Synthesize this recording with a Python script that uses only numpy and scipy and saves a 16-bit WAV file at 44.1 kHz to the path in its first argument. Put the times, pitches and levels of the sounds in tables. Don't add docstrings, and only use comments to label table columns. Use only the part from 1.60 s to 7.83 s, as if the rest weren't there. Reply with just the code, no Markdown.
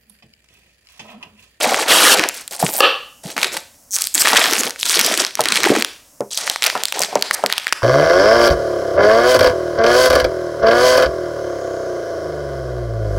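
import sys
import numpy as np
from scipy import signal
from scipy.fft import rfft, irfft, next_fast_len
from scipy.io import wavfile
from scipy.ndimage import uniform_filter1d, minimum_filter1d

SR = 44100
rng = np.random.default_rng(int(sys.argv[2]) if len(sys.argv) > 2 else 0)


def unload_wav(signal):
    wavfile.write(
        sys.argv[1],
        SR,
        np.round(np.clip(np.atleast_2d(signal).T, -1, 1) * 32767).astype(np.int16),
    )


N = 274743
POP_S = 1.205


def amp(db):
    return 10 ** (np.asarray(db) / 20)


def unit(x):
    return x / np.sqrt(np.mean(x ** 2) + 1e-20)


def along(points, hz):
    f, v = np.transpose(points)
    return np.interp(np.log(hz + 1), np.log(f + 1), v)


def curves(rows):
    s, *cols = np.transpose(rows)
    return [np.interp(np.arange(N) / SR, s, c) for c in cols]


def filtered(x, response):
    m = next_fast_len(N + SR // 2)
    return irfft(rfft(x, m) * response(np.fft.rfftfreq(m, 1 / SR)), m)[..., :N]


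def high_pass(x, edge_hz):
    return signal.lfilter(*signal.butter(2, min(edge_hz, SR / 3), 'highpass', fs=SR), x)


def add(track, s, sound):
    start = int(np.clip(round(s * SR), 0, N))
    track[start:start + len(sound)] += sound[:N - start]


def wobble(rate):
    return np.interp(np.arange(N) * rate / SR, np.arange(4096), rng.standard_normal(4096))


def creases():
    # (time [s], relative level over 1 ms [dB],
    # pitch [Hz])
    loud_snaps = [(0.1442, -4, 1730), (0.595, 5, 2400), (0.6385, -3.5, 2560), (0.6886, -6.5, 7450),
                  (0.8784, -18, 8600), (1.0653, -9.5, 4510), (1.2056, 3.5, 5300), (1.7793, -9.5, 1570),
                  (1.8301, -7.5, 2480), (1.8448, -3, 3480), (1.973, -14.5, 4400), (2.3642, 0.5, 6800),
                  (2.3866, -13.5, 8550), (2.4208, 0.5, 7750), (2.4412, -12.5, 6700), (2.471, -8.5, 8500),
                  (2.6572, 4, 2160), (2.774, 11, 5260), (2.934, -1, 6100), (3.1071, -15, 6540),
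                  (3.2304, -4.5, 3700), (3.2959, -3, 6270), (3.412, 13, 5100), (3.649, -6.5, 3840),
                  (3.7535, -11, 5430), (3.807, -1.5, 6800), (3.8567, -4, 1950), (3.8864, -1, 4270),
                  (3.922, 9, 2520), (3.9649, -8.5, 3630), (3.974, -5.5, 2310), (4.2236, -2.5, 4700),
                  (4.2474, -7, 3420), (4.7748, -6.5, 5230), (4.877, -9.5, 1970), (4.8987, 0, 4140),
                  (4.9602, -10.5, 2170), (5.023, -6, 2400), (5.031, -8, 3750), (5.04, -2, 2660),
                  (5.047, -10.5, 3590), (5.0639, 2, 2720), (5.1004, -9, 2580), (5.2357, -2, 5600),
                  (5.2545, -5, 4600), (5.284, -16, 5000), (5.3242, -9, 2800), (5.393, -6, 7440),
                  (5.4184, -3.5, 5030), (5.5546, -11, 6400), (5.6243, 2, 4770), (5.7106, 0, 1860),
                  (5.862, -5, 3440), (5.9, -12.5, 2060), (5.9255, -2.5, 3240), (5.9804, -5.5, 3170),
                  (6.0689, -6.5, 1870), (6.1251, -0.5, 1880), (6.1298, -9, 2850)]
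    out = np.zeros(N)
    for s, db, hz in loud_snaps:
        add(out, s, amp(db) * snap(hz, crack_db=3, octaves=1.1))
    return out


def snap(hz, crack_db, octaves):
    t = np.arange(SR // 200) / SR
    fade = np.exp(-t / (.0003 + .6 / hz))
    edges = np.clip([hz / 2 ** octaves, hz * 2 ** (octaves / 2)], 100, [SR / 4, SR / 2.4])
    burst = rng.standard_normal(len(t)) * fade
    crack = signal.lfilter(*signal.butter(1, edges, 'bandpass', fs=SR), burst)
    ring = np.sin(2 * np.pi * hz * t) * fade * rng.choice([-1, 1])
    sound = high_pass(unit(ring) + amp(crack_db) * unit(crack), hz / 5)
    return sound / np.linalg.norm(sound) * np.sqrt(SR / 1000)


def slips():
    # (start [s], end [s], rate [ticks/s], first relative level [dB], last relative level [dB],
    # pitch [Hz])
    slip_runs = [(1.092, 1.145, 150, -27.5, -9, 9700), (1.1658, 1.191, 135, -10, -10.5, 11320),
                 (2.309, 2.358, 205, -20.5, -5, 7700), (2.542, 2.553, 190, -9, 16, 7500),
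                 (2.596, 2.622, 320, -9, -0.5, 7240), (2.986, 3.009, 223, -11, -8, 7000),
                 (5.733, 5.751, 330, -17, -8.5, 5460)]
    out = np.zeros(N)
    for start, end, rate, first_db, last_db, hz in slip_runs:
        facet = snap(hz, crack_db=5, octaves=.6)
        for s in np.arange(start, end, 1 / rate):
            db = np.interp(s, [start, end], [first_db, last_db])
            tick = facet + .45 * snap(hz, crack_db=8, octaves=.6)
            bright = high_pass(high_pass(tick, .65 * hz), .65 * hz)
            add(out, s + rng.normal(0, .0002), amp(db) * bright)
    return out


def rustle():
    # (time [s], power share of the taut panels [0 slack to 1 taut])
    tension = [(.15, 0.8), (.3, 0.75), (.7, 0.25), (.9, 0.94), (1.8, 0.34), (2.7, 0.36), (3.3, 0.024),
               (4.2, 0.02), (4.8, 0.87), (5.2, 0.98), (5.45, 0.51), (5.9, 1)]
    crush_db = -31.5
    card_snap_db = -17.5
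    flex_gain, crackle_gain, slide_gain = grips()

    taut = np.clip(curves(tension)[0], 0, 1)
    slack_panels = grains(count=2000, size=700, pitch_hz=331, spread=0.46, cycles=2.14, scatter_db=5.5)
    taut_panels = grains(count=2500, size=500, pitch_hz=682, spread=0.23, cycles=2.9, scatter_db=3.5)
    flex = np.sqrt(1 - taut) * high_pass(slack_panels, 270)
    flex += np.sqrt(taut) * high_pass(taut_panels, 380)

    fine = grains(count=7000, size=110, pitch_hz=2220, spread=0.54, cycles=0.68, scatter_db=2.0)
    material = np.where(np.arange(N) / SR < POP_S, amp(card_snap_db), 1)
    crushing = crackle_gain / np.hypot(crackle_gain, amp(crush_db)) * material
    sharp = small_snaps(count=700, pitch_hz=3650, scatter_db=22)
    crackle = amp(0.5) * high_pass(fine, 760) + amp(6.0) * crushing * sharp

    parts = [(flex_gain, flex), (crackle_gain, crackle), (slide_gain, sliding())]
    return sum(gain * sound * fits() for gain, sound in parts)


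def fits():
    return unit(amp(2.6 * wobble(70)))


def grips():
    # (start [s], length [s], relative levels of flexing panels [dB],
    # crackling creases [dB], sliding film [dB])
    hand_grips = [(0.0, 0.23, -19.5, -21.5, -22.5), (0.254, 0.4, -18, -20.5, -31),
                  (0.734, 0.084, -46, -39, -33.5), (0.907, 0.043, -34, -38.5, -25.5),
                  (0.989, 0.11, -27.5, -33.5, -23), (1.127, 0.071, -30, -32, -21),
                  (1.632, 0.096, -34, -41.5, -34.5), (1.761, 0.11, -27.5, -27.5, -31.5),
                  (1.913, 0.057, -28, -33, -24.5), (2.331, 0.12, -49, -36.5, -24),
                  (2.544, 0.11, -33, -26, -22.5), (2.644, 0.23, -22.5, -17.5, -25),
                  (2.859, .22, -24, -25.5, -25), (3.178, 0.09, -54, -44, -29),
                  (3.248, 0.11, -36, -25, -17.5), (3.346, 0.2, -23.5, -21.5, -25),
                  (3.571, 0.046, -21, -18.5, -20), (3.628, 0.045, -46, -28, -45),
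                  (3.77, 0.21, -41, -28.5, -37), (3.855, 0.193, -28, -27.5, -38),
                  (4.019, 0.18, -18, -24, -27), (4.705, 0.11, -51, -47, -25.5),
                  (4.774, 0.15, -34.5, -32, -30), (5.03, 0.051, -26.5, -22.5, -42.5),
                  (5.115, 0.12, -33, -37.5, -40), (5.335, 0.12, -27, -30.5, -31),
                  (5.474, 0.36, -33.5, -37, -50), (5.856, 0.23, -61, -34, -53)]
    attack_s, release_s = 0.0059, 0.017
    sag_db_per_s = 5.5
    t, power = np.arange(N) / SR, np.zeros((3, N))
    for start, length, *levels_db in hand_grips:
        part = slice(*np.searchsorted(t, [start, start + length + 10 * release_s]))
        age = t[part] - start
        rise = 1 - np.exp(-age / attack_s)
        fall = np.exp(-np.maximum(age - length, 0) / release_s)
        power[:, part] += np.outer(amp(levels_db), rise * amp(-sag_db_per_s * age) * fall) ** 2
    return np.sqrt(power)


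def grains(count, size, pitch_hz, spread, cycles, scatter_db):
    start = rng.integers(0, N, (count, 1))
    pitch, strength = rng.standard_normal((2, count, 1))
    hz = np.minimum(pitch_hz * np.exp(spread * pitch), SR / 2)
    turns = hz * np.arange(size) / SR
    rings = np.sin(2 * np.pi * turns) * np.exp(-turns / cycles) * (1 - np.exp(-2 * turns))
    rings *= amp(scatter_db * np.minimum(strength, 2)) * np.sqrt(hz)
    places = (start + np.arange(size)).ravel()
    return unit(np.bincount(places, rings.ravel(), minlength=N)[:N])


def small_snaps(count, pitch_hz, scatter_db):
    out, fold = np.zeros(N), wobble(25)
    for place, pitch, size in rng.random((count, 3)):
        octaves = 1.4 * (pitch - .5) + 0.45 * fold[int(place * N)]
        hz = np.clip(pitch_hz * 2 ** octaves, 900, SR / 4)
        add(out, place * N / SR, amp(scatter_db * size ** 2) * snap(hz, crack_db=3, octaves=1.1))
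    return unit(out)


def sliding():
    # (time [s], power share of thin, bright wrapper [0 to 1]); the rest is card or the thick bag
    thin_share = [(.6, 0.22), (.9, 0.46), (1.2, 0.83), (1.7, 0.22), (2.4, 0.76), (3.4, 0.23), (4.7, 0.017)]
    thin = np.clip(curves(thin_share)[0], 0, 1)
    bag = grains(count=12000, size=40, pitch_hz=5500, spread=0.32, cycles=1.5, scatter_db=4.5)
    wrapper = grains(count=7000, size=24, pitch_hz=9600, spread=0.28, cycles=1.1, scatter_db=9)
    return np.sqrt(1 - thin) * high_pass(bag, 3000) + np.sqrt(thin) * high_pass(wrapper, 4500)


def settling(level_db):
    settle_s = 0.044
    keep = np.exp(-1 / (settle_s * SR))
    strain = signal.lfilter([1 - keep], [1, -keep], grips()[1])
    return amp(level_db) * strain * small_snaps(count=260, pitch_hz=3270, scatter_db=28)


def rip():
    # (time [s], relative level [dB])
    pull = [(.272, -45), (.283, -17), (.32, -10.5), (.41, -12.5), (.47, -9), (.495, -11), (.53, -7.5),
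            (.546, -11), (.552, -30)]
    # (frequency [Hz], relative level [dB])
    fibres = [(59, -47), (100, -43), (381, -4.5), (524, -13), (570, -21), (1030, -19), (1450, -3),
              (2220, -22), (2800, -5.5), (12400, -11), (16000, -24)]
    level_db, = curves(pull)
    breaks = rng.standard_normal(N) * amp(2 * rng.standard_normal(N))
    tearing = unit(filtered(breaks, lambda hz: amp(along(fibres, hz))))
    wall = high_pass(unit(signal.fftconvolve(breaks, wall_ring())[:N]), 170)
    strip = grains(count=2500, size=400, pitch_hz=2600, spread=.6, cycles=7, scatter_db=3)
    card = unit(tearing + amp(-7) * wall + amp(-3) * strip)
    t = np.arange(N) / SR
    return amp(level_db + 0.73) * card * (t > pull[0][0]) * (t < pull[-1][0])


def wall_ring():
    # (frequency [Hz], relative level [dB], t60 [s])
    wall_modes = [(515, -6, 0.033), (810, -10.5, 0.031), (1202, 0.5, 0.017), (1700, -14.5, 0.037),
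                  (2720, 0, 0.013), (2936, -2, 0.0067), (3720, -8.5, 0.0023), (4240, -22, 0.0036)]
    t = np.arange(SR // 20) / SR
    return sum(amp(db - 60 * t / t60) * np.cos(2 * np.pi * hz * t) for hz, db, t60 in wall_modes)


def pop(level_db, crack_db, crack_hz):
    out, wall = np.zeros(N), wall_ring()
    band = signal.butter(4, [250, min(crack_hz, SR / 3)], 'bandpass', fs=SR, output='sos')
    blow = wall + amp(crack_db) * signal.unit_impulse(len(wall))
    add(out, POP_S, amp(level_db) * signal.sosfilt(band, blow))
    return out


def after_ring(build_s):
    # (frequency [Hz], level [dB], t60 [s])
    ring_tones = [(570, -29, .5), (1130, -23, .5), (1255, -24, .45), (2780, -19.5, .52), (2985, -19.5, .6)]
    out, t = np.zeros(N), np.arange(SR // 2) / SR
    tones = sum(amp(db - 60 * t / t60) * np.sin(2 * np.pi * (hz * t + rng.random()))
                for hz, db, t60 in ring_tones)
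    add(out, POP_S, tones * (1 - np.exp(-t / build_s)))
    return out


def bumps(cycles, board_db, shudder_db, shudder_t60, tick_db):
    # (time [s], relative level [dB], pitch [Hz])
    contacts = [(0.045, -8.5, 640), (1.027, -2.5, 740), (1.035, -7.5, 175), (1.652, -21, 174),
                (2.731, -3.5, 920), (3.793, -3, 835), (3.802, -7.5, 594), (4.102, -0.5, 350),
                (4.117, -3, 434), (4.606, -5.5, 540), (5.153, -3.5, 970), (5.404, -12, 656),
                (5.528, -12.5, 730), (5.556, -1.5, 650), (5.838, -1, 764), (6.221, -14.5, 990)]
    # (frequency [Hz], relative level [dB], t60 [s])
    board_modes = [(133, 4.5, 0.11), (205.3, -1, 0.2), (273, -2, 0.13), (403, -9, 0.3), (468.4, -4.5, 0.18),
                   (598, 4, 0.074), (734, 1.5, 0.081), (929, -13, 0.096)]
    out, t = np.zeros(N), np.arange(SR // 6) / SR
    for s, db, hz in contacts:
        turns = hz * t
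        push = np.sin(2 * np.pi * turns) * turns / cycles * np.exp(1 - turns / cycles)
        board = np.zeros(len(t))
        for mode_hz, level, t60 in board_modes:
            mode_db = level + rng.normal(0, 1.26) - 6.1 * abs(np.log2(mode_hz / hz))
            board += amp(mode_db - 60 * t / t60) * np.sin(2 * np.pi * (mode_hz * t + rng.random()))
        board *= 1 - np.exp(-t / 0.0033)
        edges = np.clip([hz / 2, hz * 1.7], 80, [SR / 8, SR / 4])
        band = signal.butter(3, edges, 'bandpass', fs=SR, output='sos')
        noise = unit(signal.sosfilt(band, rng.standard_normal(len(t))))
        shudder = noise * amp(shudder_db - 60 * t / shudder_t60)
        add(out, s, amp(db) * high_pass(push + amp(board_db) * board + shudder, hz / 4))
        add(out, s + .001, amp(db + tick_db) * snap(5500, crack_db=10, octaves=1.1))
    return out


def early(x, level_db, t60):
    t = np.arange(SR // 20) / SR
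    scatter = rng.standard_normal(len(t)) * amp(-60 * t / t60)
    return amp(level_db) * signal.fftconvolve(x, scatter / np.linalg.norm(scatter))[:N]


def room(x, build_s, absorb_hz):
    # (frequency [Hz], t60 [s])
    decay = [(150, 0.23), (500, 0.37), (3000, 0.43), (12000, 0.41)]
    hz, t, z = signal.stft(rng.standard_normal(SR * 2 // 3), SR, nperseg=256)
    shape = amp(-60 * t / along(decay, hz)[:, None]) * (1 - np.exp(-(t / build_s) ** 2))
    shape = shape / np.hypot(1, hz / absorb_hz)[:, None]
    tail = signal.istft(z * shape, SR, nperseg=256)[1]
    return signal.fftconvolve(x, tail / np.linalg.norm(tail))[:N]


def background_air(level_db):
    # (frequency [Hz], relative level [dB])
    air_spectrum = [(15, -33), (25, -2), (86, -5), (164, -12), (297, -7.5), (349, -23.5), (567, -10.5),
                    (3630, -31), (5580, -13.5), (15500, -18.5)]
    noise = filtered(rng.standard_normal(N), lambda hz: amp(along(air_spectrum, hz)))
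    return amp(level_db) * unit(noise)


def scene():
    snaps = amp(0.5) * creases()
    handling = slips() + rustle() + settling(level_db=-8) + rip()
    knocks = bumps(cycles=0.67, board_db=-13.0, shudder_db=-13.5, shudder_t60=0.11, tick_db=-19.5)
    bang = pop(level_db=4, crack_db=9, crack_hz=4200)
    near = early(snaps + handling, level_db=-17, t60=.02)
    sent = amp(-18) * handling + amp(-16.5) * snaps + amp(-23.5) * knocks + amp(-2.5) * bang
    echo = room(sent, build_s=0.026, absorb_hz=8050)
    direct = snaps + handling + knocks + bang
    mix = direct + near + after_ring(build_s=0.024) + echo + background_air(level_db=-49)
    return np.tile(mix, (2, 1))


def record(dry):
    limit_db, top_hz = 4, 16100
    dull = filtered(dry, lambda hz: 1 / np.sqrt(1 + (hz / 15500) ** 6))
    needed = 1 / np.maximum(1, np.abs(dull) / amp(limit_db))
    held = dull * uniform_filter1d(minimum_filter1d(needed, size=45), size=45)
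    clipped = np.clip(held, -1, 1)
    return filtered(clipped, lambda hz: hz / np.hypot(hz, 70) / np.sqrt(1 + (hz / top_hz) ** 160))


dry = scene()
out = record(dry)
unload_wav(out)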